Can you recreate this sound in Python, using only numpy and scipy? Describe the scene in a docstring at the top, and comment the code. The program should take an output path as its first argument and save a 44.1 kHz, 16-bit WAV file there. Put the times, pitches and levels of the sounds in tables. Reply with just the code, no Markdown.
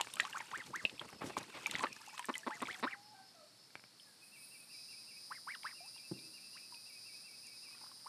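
"""Close to an inflatable pool in a garden: two young ducks, one swimming, one sliding in over the vinyl rim.
From the start bubbles ring, droplets slap and bills click; whistled peeps arch up and break.
A small bird and trilling bush crickets join in, then low pulsed clucks and a far rooster's rising crow.
The water calms once both ducks are afloat; later peeps go on and clicking cicadas swell to a buzz.
A faint low hum and shaped noise for the garden air lie under it all."""
import sys
import numpy as np
from scipy import signal
from scipy.fft import rfft, irfft, next_fast_len
from scipy.io import wavfile

SR = 44100
rng = np.random.default_rng(int(sys.argv[2]) if len(sys.argv) > 2 else 0)


def wav_record(signal):
    """Record a signal, one row per channel, as 16-bit PCM in the file named by sys.argv[1]."""
    frames = np.transpose(np.atleast_2d(signal))
    bounded = np.clip(frames, -1, 1)
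    # unit amplitude maps onto the largest positive 16-bit level
    quanta = np.round(bounded * 32767).astype(np.int16)
    wavfile.write(sys.argv[1], SR, quanta)


N = 356328
TIME = np.arange(N) / SR


def from_db(db):
    """Decibels to gain."""
    return 10 ** (np.asarray(db) / 20)


def rms_one(x):
    """Scale to unit power."""
    return x / np.sqrt(np.mean(x ** 2) + 1e-20)


def in_time(rows, t=TIME):
    """Columns of a curve table, joined by straight lines."""
    s, *columns = np.transpose(rows)
    return [np.interp(t, s, column) for column in columns]


def add(out, s, sound):
    """Mix a sound in at time s."""
    i = max(int(s * SR), 0)
    out[i:i + len(sound)] += sound[:max(N - i, 0)]


def cut(x, hz, kind, order=2):
    """Butterworth filter."""
    sos = signal.butter(order, np.clip(hz, 10, .45 * SR), kind, fs=SR, output="sos")
    return signal.sosfilt(sos, x)


def slow_noise(hz, size=N):
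    """Random wobble up to the given rate, spread 1."""
    run_in = SR // 4
    return rms_one(cut(rng.standard_normal(size + run_in), hz, "low")[-size:])


def coloured(x, spectrum):
    """Give a steady sound a spectrum, falling off beyond both ends of the curve; rms 1."""
    hz, db = np.transpose(spectrum)
    size = next_fast_len(N)
    f = np.maximum(np.fft.rfftfreq(size, 1 / SR), 1)
    gain = from_db(np.interp(np.log(f), np.log(hz), db))
    gain = gain * np.minimum(f / hz[0], 1) * np.minimum(hz[-1] / f, 1)
    return rms_one(irfft(rfft(x, size) * gain, size)[:N])


def resonate(x, resonances):
    """Parallel two-pole resonances of (Hz, width Hz, dB)."""
    out = 0
    for hz, width, db in resonances:
        r = np.exp(-np.pi * width / SR)
        poles = [1, -2 * r * np.cos(2 * np.pi * hz / SR), r * r]
        out = out + from_db(db) * (1 - r * r) / 2 * signal.lfilter([1, 0, -1], poles, x + 1e-18)
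    return out


def sine(hz):
    """A sine that follows a pitch contour."""
    return np.sin(2 * np.pi * np.cumsum(hz) / SR)


def ping(hz, t60, rise=0, sag=0):
    """A dying sine that starts sharp by the share `sag`, settles, and climbs by `rise` per t60."""
    t = np.arange(int(1.3 * t60 * SR) + 2) / SR
    return from_db(-60 * t / t60) * sine(hz * (1 + sag * np.exp(-8 * t / t60) + rise * t / t60))


def whistled(hz, db, taper, waver):
    """A tone along a pitch contour, faded in and out, wavering slightly."""
    pitch = hz * (1 + waver * slow_noise(58, size=SR)[:len(hz)])
    return from_db(db) * signal.windows.tukey(len(hz), taper) * sine(pitch)


def hum(hz=118.4, level_db=-85.5):
    """One low tone of steady pitch, its level barely wavering."""
    return from_db(level_db + slow_noise(2)) * np.sqrt(2) * np.sin(2 * np.pi * hz * TIME)


def garden_air(level_db=-64.5):
    """Still air: steady noise with a fixed spectrum."""
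    # spectrum of the air: f/Hz, relative level/dB
    air_curve = [(30, -20), (70, -38), (110, 4), (150, 1.5), (230, 4), (400, -2), (800, -3), (3300, -6.5),
                 (4400, 3.5), (5400, -2), (6300, -10.5), (9500, -6.5), (12000, -7.5), (14000, -6),
                 (15500, -25)]
    return from_db(level_db) * coloured(rng.standard_normal(N), air_curve)


def bush_cricket(trill_hz=5150, width_hz=220, trill_db=-67, chorus_db=-73):
    """Each rub of the wings swells and fades in one narrow resonance; farther insects blend steadily."""
    # runs of trills: start t/s, end t/s
    runs = [(.88, 1.2), (2.06, 2.2), (2.8, 3.3), (3.56, 4.05)]
    every_s, trill_s = 0.204, 0.14
    swell = np.zeros(N)
    for start, end in runs:
        for s in np.arange(start, end, every_s):
            add(swell, s, from_db(trill_db) * signal.windows.tukey(int(trill_s * SR), .6))
    wing, far_wings = [(trill_hz, width_hz, 0)], [(4540, 300, 0), (5190, 460, -1)]
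    # passing each resonance twice narrows it
    trill = rms_one(resonate(resonate(rng.standard_normal(N), wing), wing))
    chorus = rms_one(resonate(resonate(rng.standard_normal(N), far_wings), far_wings))
    return swell * trill + from_db(chorus_db) * chorus


def tymbals(rate, alternate, unsteady):
    """Two tymbals click in turn, unequal and slightly uneven; rms 1."""
    turns = np.cumsum(rate * (1 + unsteady * slow_noise(18))) / SR + .002 * slow_noise(90)
    strength = 1 + alternate * (-1) ** np.floor(turns)
    return rms_one(np.diff(np.floor(turns), prepend=0) * strength)


def smear(x, spread_s):
    """Foliage delays each frequency by its own amount, blurring clicks into a drone."""
    size = next_fast_len(N + SR // 4, real=True)
    spectrum = rfft(x, size)
    knots = np.arange(0, len(spectrum), 400)
    delay = spread_s * np.interp(np.arange(len(spectrum)), knots, rng.random(len(knots)))
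    return irfft(spectrum * np.exp(-2j * np.pi * np.cumsum(delay) * SR / size), size)[:N]


def cicada(sizzle_db=-14, flutter_db=1.8, ribs_db=-4):
    """Clicks of two cicadas, each fluttering in level, ring their bodies; buckling ribs sizzle on top."""
    # surges, full effort and a late easing off, ahead of the body and rib shares: t/s, level/dB
    effort = [(3.97, -73), (4.01, -61), (4.2, -65), (4.24, -56), (4.33, -59), (4.43, -51), (4.54, -53),
              (4.68, -56), (4.76, -56), (4.87, -56), (5.05, -57), (6.0, -56), (7.2, -56.5), (7.6, -57),
              (8.08, -57)]
    # the louder cicada's tymbals: t/s, rate/(clicks per s)
    click_rate = [(4.73, 321), (5.0, 319.2), (5.25, 316.6), (5.5, 317.4), (5.75, 318.8), (6.1, 314.9),
                  (6.7, 315.2), (7.1, 316.7), (7.35, 317), (7.6, 318.2), (8.08, 318.2)]
    # resonances of the bodies: f/Hz, width/Hz, level/dB
    body_modes = [(4070, 64, -2), (4160, 110, -16), (4500, 39, -22), (4809, 160, 3.5), (4900, 120, -10),
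                  (5080, 120, 1.5), (6100, 2900, -30.5), (7400, 200, -24), (9160, 1000, -9)]
    # resonances of the buckling ribs: f/Hz, width/Hz, level/dB
    rib_modes = [(8790, 110, -6), (8950, 35, 3), (9130, 100, -6), (9390, 19, 2.5), (9550, 35, 1.5),
                 (9750, 22, 0), (9850, 70, -5.5), (10020, 25, 5.5), (13040, 100, -1), (13300, 570, -9.5),
                 (13850, 150, -5), (14100, 120, -5)]
    rate, = in_time(click_rate)
    buzz_db, = in_time(effort)
    # the clicks come to stand out from the noise
    ragged, locked, lock_at_s, lock_s = 0.14, 0.7, 4.67, 0.06
    click_gain = ragged + (locked - ragged) * np.clip((TIME - lock_at_s) / lock_s, 0, 1)
    first = tymbals(rate, alternate=0.25, unsteady=0.0008)
    # the second is fainter and clicks slightly slower
    second = from_db(-1.5) * tymbals(.964 * rate, alternate=0.15, unsteady=0.003)
    clicks = sum(from_db(flutter_db * slow_noise(12)) * smear(one, spread_s=0.025) for one in (first, second))
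    drive = click_gain * clicks + from_db(sizzle_db) * rng.standard_normal(N)
    body = rms_one(cut(resonate(drive, body_modes), 3960, "high", order=8))
    ribs = rms_one(cut(resonate(rng.standard_normal(N), rib_modes), 8200, "high", order=6))
    return (from_db(-2.5) * body + from_db(ribs_db) * ribs) * from_db(buzz_db)


def rooster():
    """Distance leaves the two lowest partials of a long rising, swelling note and short falling ones."""
    # notes of the crow: t/s, length/s, start f/Hz, end f/Hz, level/dB, swell/dB, octave level/dB
    notes = [(2.307, 0.86, 635, 867, -71.5, 11, -14), (3.137, 0.086, 786, 765, -57, -8, -5),
             (3.342, 0.1006, 700, 580, -63.5, -1.5, -5), (4.05, 0.11, 865, 784, -79.5, -9, 12)]
    out = np.zeros(N)
    for s, length, start_hz, end_hz, db, swell_db, octave_db in notes:
        u = np.linspace(0, 1, min(int(length * SR), SR))
        hz, level_db = start_hz + (end_hz - start_hz) * u, db + swell_db * u
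        add(out, s, whistled(hz, level_db, taper=0.13, waver=0.0072))
        add(out, s, whistled(2 * hz, level_db + octave_db, taper=0.54, waver=0.0043))
    return out


def songbird(count=6, note_db=-59.5, slur_db=-60.5):
    """Each bout is six level whistled notes, about five a second, with a swinging slur between each two."""
    # bouts: first note t/s, last note t/s, top f/Hz
    bouts = [(1.18, 2.13, 2760), (4.204, 5.144, 2755), (5.63, 6.608, 2830), (6.742, 7.697, 2735)]
    note_s, note_share = 0.067, .928  # pitch as a share of the top
    slur_after_s, slur_s, slur_skew, slur_drop = .11, .077, 1.203, 0.17
    out, u = np.zeros(N), np.linspace(0, 1, int(slur_s * SR))
    # the slur swings up to the top, then dips by slur_drop
    slur = 1 - slur_drop * (1 - np.sin(2 * np.pi * u ** slur_skew)) / 2
    note = np.full(int(note_s * SR), note_share)
    for first, last, top_hz in bouts:
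        times = np.linspace(first, last, count)
        for s in times:
            add(out, s, whistled(top_hz * note, note_db, taper=0.88, waver=0.0098))
        for s in times[:-1]:
            add(out, s + slur_after_s, whistled(top_hz * slur, slur_db, taper=0.26, waver=0.013))
    return out


def pool_wall(slosh_db=-21.5, slosh_t60=0.74):
    """Wet vinyl scuffs in gritty bursts and booms softly when kicked; the water behind it rumbles on."""
    # feet and bodies on the vinyl: t/s, length scale/s, level/dB, dull above f/Hz
    scuffs = [(0.18, 0.055, -51, 6300), (0.639, 0.082, -55, 170), (0.66, 0.016, -51.5, 7500),
              (0.8495, 0.0056, -40, 1200), (1.009, 0.019, -45, 1600), (1.127, 0.008, -42, 1240),
              (1.206, 0.04, -42.5, 1670), (1.232, 0.071, -46, 400), (1.252, 0.053, -51, 8200),
              (1.294, 0.018, -44, 1500), (1.366, 0.015, -36.5, 1100), (1.374, 0.018, -42, 7200),
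              (1.4, 0.02, -48, 2220), (1.535, 0.06, -47.5, 2600)]
    # kicks against the pool: t/s, level/dB
    kicks = [(1.242, -41), (1.377, -45), (6.1139, -39.5), (6.1197, -38)]
    # modes of the air-filled wall: f/Hz, level/dB, t60/s
    wall_modes = [(130.4, -15.5, 0.21), (196, -8, 0.12), (277, 2, 0.054), (304, -0.5, 0.026),
                  (404, -39, 0.027), (810, -15, 0.02)]
    out, t = np.zeros(N), np.arange(SR // 2) / SR
    for s, length, db, dull_hz in scuffs:
        u = np.arange(SR // 8) / SR / length
        grit = rng.standard_normal(len(u)) * from_db(1.7 * slow_noise(360, size=len(u)))
        rub = cut(cut(grit, dull_hz, "low") + from_db(-23.5) * grit, 136, "high")
        add(out, s, from_db(db) * rms_one(rub) * np.minimum(u / 0.28, 1) * np.exp(-1.3 * u ** 2))
    for s, db in kicks:
        slosh = rms_one(cut(rng.standard_normal(len(t)), [190, 370], "band")) * from_db(-60 * t / slosh_t60)
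        add(out, s, from_db(db + slosh_db) * slosh)
        for hz, mode_db, t60 in wall_modes:
            add(out, s, from_db(db + mode_db) * ping(hz, t60))
    return out


def grains(per_s, low_hz, high_hz, cycles, spread_db):
    """A swarm of small bubbles of random size and pitch; rms 1."""
    out = np.zeros(N)
    for when, pitch, size, life in rng.random((int(per_s * N / SR), 4)):
        hz = low_hz * (high_hz / low_hz) ** pitch
        level = from_db(-spread_db * np.log(size + 0.0094))
        add(out, when * N / SR, level * ping(hz, cycles * (.5 + life) / hz, rise=0.22))
    return rms_one(out)


def water(clump_db=4.0, wash_db=-10):
    """Feet churn the pool, waves lap with clumps of chirping bubbles, spray falls; all calms once afloat."""
    # deep churning of paddling feet, ahead of trim and calming: t/s, level/dB
    paddling = [(0.0, -65), (0.53, -73.5), (0.85, -61.5), (1.59, -70), (1.74, -57), (1.91, -69.5),
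                (2.14, -90), (2.51, -72.5), (2.69, -62), (2.96, -70), (3.4, -80)]
    # splashing at the surface, ahead of trims and calming: t/s, lapping level/dB, spray level/dB
    surface = [(0.0, -57.5, -62), (0.4, -56.5, -64.5), (0.57, -56, -66.5), (0.71, -65.5, -71.5),
               (0.82, -62.5, -64.5), (1.06, -61, -69.5), (1.26, -63, -74), (1.37, -59, -69),
               (1.59, -54.5, -66), (1.76, -48.5, -59), (1.93, -59.5, -68), (2.22, -61, -65),
               (2.58, -64, -67), (2.73, -51.5, -61), (2.82, -60, -61.5), (3.2, -69, -74), (3.6, -77, -71),
               (7.6, -74, -78), (7.72, -56, -78), (7.95, -65, -78)]
    # spectra of churn, lapping and spray noise: f/Hz, relative level/dB
    churn_curve = [(50, 6.5), (90, -8), (130, -3), (300, -3.5), (500, -6), (900, -19), (2000, -30)]
    lapping_curve = [(300, -3), (700, -10), (1200, -9), (2700, 16), (3900, 8), (6000, -44), (12000, -2)]
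    spray_curve = [(2000, -9), (4500, 8.5), (6500, 0), (8500, 10.5), (11000, -4), (15000, 10)]
    churn_trim_db, lapping_trim_db, spray_trim_db = 1.5, 0.5, 1.5
    afloat_s, settle_s, calm_db = 2.68, 0.29, -9.5
    churn_db, = in_time(paddling)
    lapping_db, spray_db = in_time(surface)
    settling = from_db(calm_db * np.clip((TIME - afloat_s) / settle_s, 0, 1))
    white = rng.standard_normal((3, N))
    churn = coloured(white[0], churn_curve) * from_db(5.3 * slow_noise(21.3))
    froth = grains(per_s=850, low_hz=800, high_hz=4600, cycles=46, spread_db=3.4)
    mist = grains(per_s=700, low_hz=4700, high_hz=13000, cycles=28, spread_db=3.3)
    clumps = from_db(clump_db * np.clip(slow_noise(31.6), -2, 2))
    ripple_db = 6 * np.tanh(slow_noise(94) / 1.3)
    wash = from_db(wash_db + ripple_db) * coloured(white[1], lapping_curve)
    lapping = wash + from_db(-3.5) * clumps * froth
    spray = from_db(1.5) * coloured(white[2], spray_curve) + clumps * mist
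    mix = from_db(churn_trim_db + churn_db) * churn
    mix += from_db(lapping_trim_db + lapping_db) * lapping
    mix += from_db(spray_trim_db + spray_db) * spray
    return settling * mix


def gurgles():
    """A pocket of air opens to the surface and changes size, so its note sweeps ever faster, mostly up."""
    # gurgles at a dabbling bill or paddling foot: t/s, length/s, start f/Hz, end f/Hz, level/dB, fade/dB
    pockets = [(0.168, 0.022, 1255, 1610, -50, -2), (0.203, 0.019, 1640, 2120, -32.5, -16),
               (0.245, 0.018, 3000, 2400, -51, -3), (0.227, 0.032, 711, 1270, -50.5, 0),
               (0.263, 0.022, 1126, 1750, -47, -4), (1.921, 0.0092, 2450, 2650, -46.5, 1),
               (2.03, 0.013, 1330, 1600, -58, -7), (2.076, 0.02, 826, 1540, -48, -9),
               (2.128, 0.025, 855, 1310, -56.5, 5), (2.174, 0.013, 1250, 1120, -53, 1),
               (2.432, 0.015, 1700, 1950, -47, -7), (5.803, 0.1, 697, 1700, -51.5, -24),
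               (6.55, 0.031, 1000, 3040, -65, 13), (7.838, 0.0082, 880, 2000, -48.5, -10),
               (7.862, 0.0079, 1050, 1700, -55, -4)]
    out = np.zeros(N)
    for s, length, start_hz, end_hz, db, fade_db in pockets:
        u = np.linspace(0, 1, int(length * SR))
        pitch = start_hz + (end_hz - start_hz) * u ** 2.8
        add(out, s, from_db(db + fade_db * u) * signal.windows.tukey(len(u), .1) * sine(pitch))
    return out


def plops(rows, rise, slap_t60, onset_s, reach_hz):
    """Each impact slaps the surface, and the air it traps rings, sharp at first."""
    out, t = np.zeros(N), np.arange(SR // 30) / SR
    for s, db, hz, cycles, slap_db in rows:
        noise = rng.standard_normal(len(t))
        slap = rms_one(cut(noise, [hz / 1.34, hz + reach_hz], "band", order=3))
        slap = slap * from_db(slap_db - 60 * t / slap_t60)
        for part in (slap, ping(hz, cycles / hz, rise, sag=0.099)):
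            onset = np.minimum(np.arange(len(part)) / SR / onset_s, 1)
            add(out, s, from_db(db) * part * onset)
    return out


def bubbles(trim_db=0.5):
    """Single air bubbles, large and small, ring at the pitch of their size."""
    # bubbles, ahead of the trim: t/s, level/dB, f/Hz, ringing/cycles, slap level/dB
    single = [(0.0, -33, 913, 39, -2.5), (0.0085, -26, 850, 12.5, -12), (0.0114, -24.5, 2740, 30, -4),
              (0.032, -45, 3700, 35, -8), (0.1375, -37, 3560, 34, -3), (0.156, -42, 2830, 50, -10),
              (0.1685, -39, 1100, 13, 3), (0.1989, -19, 1810, 32, -2.5), (0.2325, -35, 3650, 46, -10),
              (0.2415, -37, 4000, 30, -5), (0.2505, -35, 1070, 26, -1), (0.3282, -35.5, 2720, 48, -14),
              (0.333, -39, 1580, 35, -12), (0.371, -33, 1120, 19, -20), (0.4035, -33, 2080, 26, -21),
              (0.405, -36, 877, 25, -9), (0.5145, -39.5, 1860, 26, -5.5), (0.617, -46, 2550, 35, -12),
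              (0.629, -50, 3100, 32, -14), (0.6395, -44, 3120, 40, -14), (0.8513, -16.5, 2550, 41, -9.5),
              (0.8952, -34, 2540, 30, -3), (0.979, -46, 2400, 45, -13), (0.9949, -28.5, 3160, 41, -18),
              (1.218, -38, 1150, 25, -10), (1.232, -41, 814, 20, -12), (1.2425, -46, 510, 10, -14),
              (1.303, -39, 700, 14, -2.5), (1.368, -27, 1020, 21, -9), (1.66, -24.5, 2250, 54, -9.5),
              (1.672, -35.5, 1120, 17, -10), (1.6975, -37, 2010, 25, -4), (1.712, -33.5, 3200, 20, 1.5),
              (1.738, -36, 1410, 22, -8), (1.7415, -32, 4200, 35, -10), (1.7475, -33, 3660, 40, -7),
              (1.753, -23, 1930, 22, -14), (1.759, -31, 3370, 30, -7), (1.782, -39, 2550, 35, -1),
              (1.7935, -34.5, 1750, 40, 0), (1.807, -34, 1000, 47, -4), (1.8565, -31.5, 1180, 36, -24),
              (1.868, -31.5, 1700, 32, -9), (2.178, -44, 1170, 8.9, 6.5), (2.194, -38, 930, 98, 1),
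              (2.226, -41, 2120, 32, -3), (2.244, -40, 1660, 60, -2.5), (2.34, -35, 2940, 73, -14),
              (2.3535, -35, 1927, 100, -2), (2.507, -41.5, 824, 100, -4), (2.6045, -47, 1810, 60, 2),
              (2.6545, -36.5, 2160, 48, -12), (2.6615, -40, 3280, 45, -14), (2.6715, -34, 2220, 12, -6),
              (2.711, -41, 3060, 35, -10), (2.729, -40, 3330, 46, -6), (2.744, -39, 3180, 33, -3),
              (2.911, -41, 2850, 19, -9), (3.9981, -46.5, 3000, 56, -10), (5.5494, -41, 3220, 30, 0),
              (5.6326, -45, 2080, 46, -0.5), (5.963, -53, 880, 17, -12), (5.979, -49, 3140, 40, -16),
              (6.19, -43, 3670, 45, -12), (6.723, -51, 910, 99, -14), (6.7441, -43.5, 2510, 33, -11),
              (7.915, -52, 1030, 28, -3)]
    ringing = plops(single, rise=0.033, slap_t60=0.016, onset_s=0.0004, reach_hz=2280)
    return from_db(trim_db) * cut(ringing, 4070, "low", order=4)


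def drops(trim_db=-1, cycles=41, slap_db=-7):
    """Droplets strike the surface with a bright slap and a short high ring."""
    # droplets, ahead of the trim: t/s, level/dB, f/Hz
    strikes = [(0.0116, -23, 6930), (0.1377, -27.5, 9400), (0.2033, -27, 6900), (0.3812, -35, 6560),
               (0.5757, -36.5, 6960), (0.7588, -31, 5900), (1.385, -32, 6700), (1.6677, -28, 6570),
               (1.7115, -29.5, 7000), (1.929, -35, 5300), (2.0844, -41, 6350), (2.1932, -31.5, 7600),
               (2.2544, -32, 8400), (2.38, -29.5, 7100), (0.1565, -35, 7200), (2.179, -39, 3940),
               (2.354, -37.5, 8600), (2.6206, -33.5, 8400), (5.8596, -42, 9200), (7.4685, -39, 6550)]
    rows = [(s, db, hz, cycles, slap_db) for s, db, hz in strikes]
    ringing = plops(rows, rise=0.028, slap_t60=0.015, onset_s=0.00023, reach_hz=8000)
    return from_db(trim_db) * cut(ringing, 2600, "high")


def nibbles():
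    """The bill snaps shut with a dry, woody click: a few quickly damped modes."""
    # clicks of the nibbling bill: t/s, level/dB
    snaps = [(0.0714, -34.5), (3.7056, -53), (3.7546, -32), (3.7755, -58), (3.796, -47), (3.8396, -44)]
    # modes of the bill: f/Hz, level/dB, t60/s
    bill_modes = [(1000, -17.5, 0.011), (1640, -4.5, 0.006), (2270, -2.5, 0.008), (3100, -22, 0.0034)]
    out = np.zeros(N)
    for s, db in snaps:
        for hz, mode_db, t60 in bill_modes:
            add(out, s, from_db(db + mode_db) * ping(hz, t60))
    return out


def peeps(overtone_db=-21, rasp_hz=450, breaking_db=4, hiss_db=-20, top_dip_db=1.0):
    """A whistle arches up and down, breaks into a hoarse flutter, then comes back at another level."""
    # peeps: t/s, length/s, top f/Hz, level/dB, share of length at the break, share broken, return level/dB
    calls = [(0.341, 0.095, 2137, -39, 0.32, 0.3, -8), (0.525, 0.11, 2250, -38.5, 0.39, 0.26, -3.5),
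             (0.73, 0.095, 2220, -39, 0.45, 0.17, -6.5), (2.492, 0.1, 2070, -42.5, 0.48, 0.12, -7),
             (2.673, 0.1, 2400, -42, 0.44, 0.22, -3.5), (2.857, 0.1, 2424, -36, 0.31, 0.39, -2.5),
             (5.303, 0.092, 2170, -41, 0.28, 0.26, -12), (5.466, 0.1, 2260, -42.5, 0.6, 0.066, 0),
             (5.64, 0.1, 2275, -39.5, 0.33, 0.49, -6), (8.057, 0.1, 2070, -42.5, 0.23, 0.24, -8)]
    low_hz, skew, rasp = 761.6, 1.18, 0.18
    # a low voice beats against the whistle as it breaks, and the breath comes unevenly
    growl_hz, growl_depth, break_db, uneven_db = 215, 0.8, -20, 2.5
    out = np.zeros(N)
    for s, length, top_hz, db, breaks_at, broken_for, back_db in calls:
        u = np.linspace(0, 1, int(length * SR))
        flutter, shake, waver = (slow_noise(hz, size=SR // 4)[:len(u)] for hz in (150, rasp_hz, 82))
        arch = np.sin(np.pi * u ** skew)
        pitch = (low_hz + (top_hz - low_hz) * arch) * (1 + 0.039 * rasp * flutter)
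        phase = 2 * np.pi * np.cumsum(pitch) / SR
        broken, back = (np.clip(.5 + (u - at) / 0.15, 0, 1) for at in (breaks_at, breaks_at + broken_for))
        level = from_db(db) * np.clip(u / 0.12, 0, 1) * np.clip((1 - u) / 0.3, 0, 1)
        voice_db = (broken - back) * (break_db + breaking_db * waver) + back * back_db
        voice_db = voice_db - top_dip_db * arch ** 6 + uneven_db * np.tanh(waver)
        growling = np.clip(1 + (u - breaks_at) / 0.12, 0, 1) * (1 - back)
        growl = 1 + growl_depth * growling * np.sin(2 * np.pi * growl_hz * length * u + flutter)
        tone = np.sin(phase) * (1 + rasp * shake) + from_db(overtone_db) * np.sin(2 * phase)
        whistle = growl * from_db(voice_db) * tone
        hiss = rms_one(cut(rng.standard_normal(SR // 4), [1000, 2400], "band"))[:len(u)]
        add(out, s, level * (whistle + from_db(hiss_db) * arch ** 2 * (1 - back) * hiss))
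    return out


def clucks(rasp_db=-21, rasp_t60=0.008, edge=0.9):
    """A few raspy, quickening pulses, swelling and fading, ring a throat shaped anew each time."""
    # low clucks: t/s, peak level/dB, length/s, dull above f/Hz, thin below f/Hz
    calls = [(1.8336, -19.5, 0.014, 2800, 420), (2.2862, -24.5, 0.018, 2000, 170),
             (2.4654, -26, 0.018, 1900, 170), (2.6175, -25.5, 0.018, 2100, 160),
             (2.8278, -22, 0.026, 3000, 170)]
    # mean resonances of the duck's throat: f/Hz, width/Hz, level/dB
    throat_modes = [(265, 143, 9), (341, 72, 8.5), (580, 220, 0), (990, 205, 10), (1360, 160, -18),
                    (1870, 150, -0.5), (2230, 160, -13), (3800, 470, 1)]
    start_hz, end_hz = 214.5, 324  # pulse rate
    out = np.zeros(N)
    t = np.arange(SR // 10) / SR
    for s, db, length, dull_hz, thin_hz in calls:
        u = np.minimum(t / length, 1)
        turns = np.floor(np.cumsum(start_hz + (end_hz - start_hz) * u ** 2) / SR)
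        pulses = np.diff(turns, prepend=-1) * (u < 1) * (edge + np.sin(np.pi * u))
        puffs = signal.fftconvolve(pulses, from_db(rasp_db - 60 * t / rasp_t60))[:len(t)]
        rasp = puffs * cut(rng.standard_normal(len(t)), 1000, "high")
        throat = [(hz * (1 + 0.039 * rng.standard_normal()), width, level) for hz, width, level in throat_modes]
        voice = cut(cut(resonate(pulses + rasp, throat), thin_hz, "high"), dull_hz, "low")
        voice = cut(voice, 4800, "low", order=6)
        add(out, s, from_db(db) * voice / np.abs(voice).max())
    return out


def garden(x, t60, dull_hz):
    """Scattered echoes from the ground, fence and trees: sparse random taps that die away."""
    t = np.arange(SR // 2) / SR
    taps = rng.standard_normal(len(t)) * (rng.random(len(t)) < .05) * (t > .004)
    echoes = cut(taps * from_db(-60 * t / t60), dull_hz, "low")
    return signal.fftconvolve(x, echoes / np.sqrt(np.sum(echoes ** 2)))[:N]


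def scene():
    """The pool is near and dry, the birds far and echoing, over still garden air."""
    far = songbird() + rooster()
    near = pool_wall() + gurgles() + bubbles() + drops() + nibbles() + peeps() + clucks()
    near_echoes = from_db(-17.5) * garden(near, t60=0.095, dull_hz=5800)
    far_echoes = from_db(-8.5) * garden(far, t60=0.51, dull_hz=3950)
    background = hum() + garden_air() + bush_cricket() + cicada()
    return (background + far + far_echoes + water() + near + near_echoes)[None]


def record(dry):
    """The microphone loses the deep bass and dulls the highest treble; the top is cut steeply."""
    coloured_by_mic = cut(cut(dry, 94.0, "high", order=4), 10500, "low", order=3)
    cutoff_hz = 15200
    return signal.sosfilt(signal.ellip(10, .2, 70, cutoff_hz, fs=SR, output="sos"), coloured_by_mic)


dry = scene()
out = record(dry)
wav_record(out)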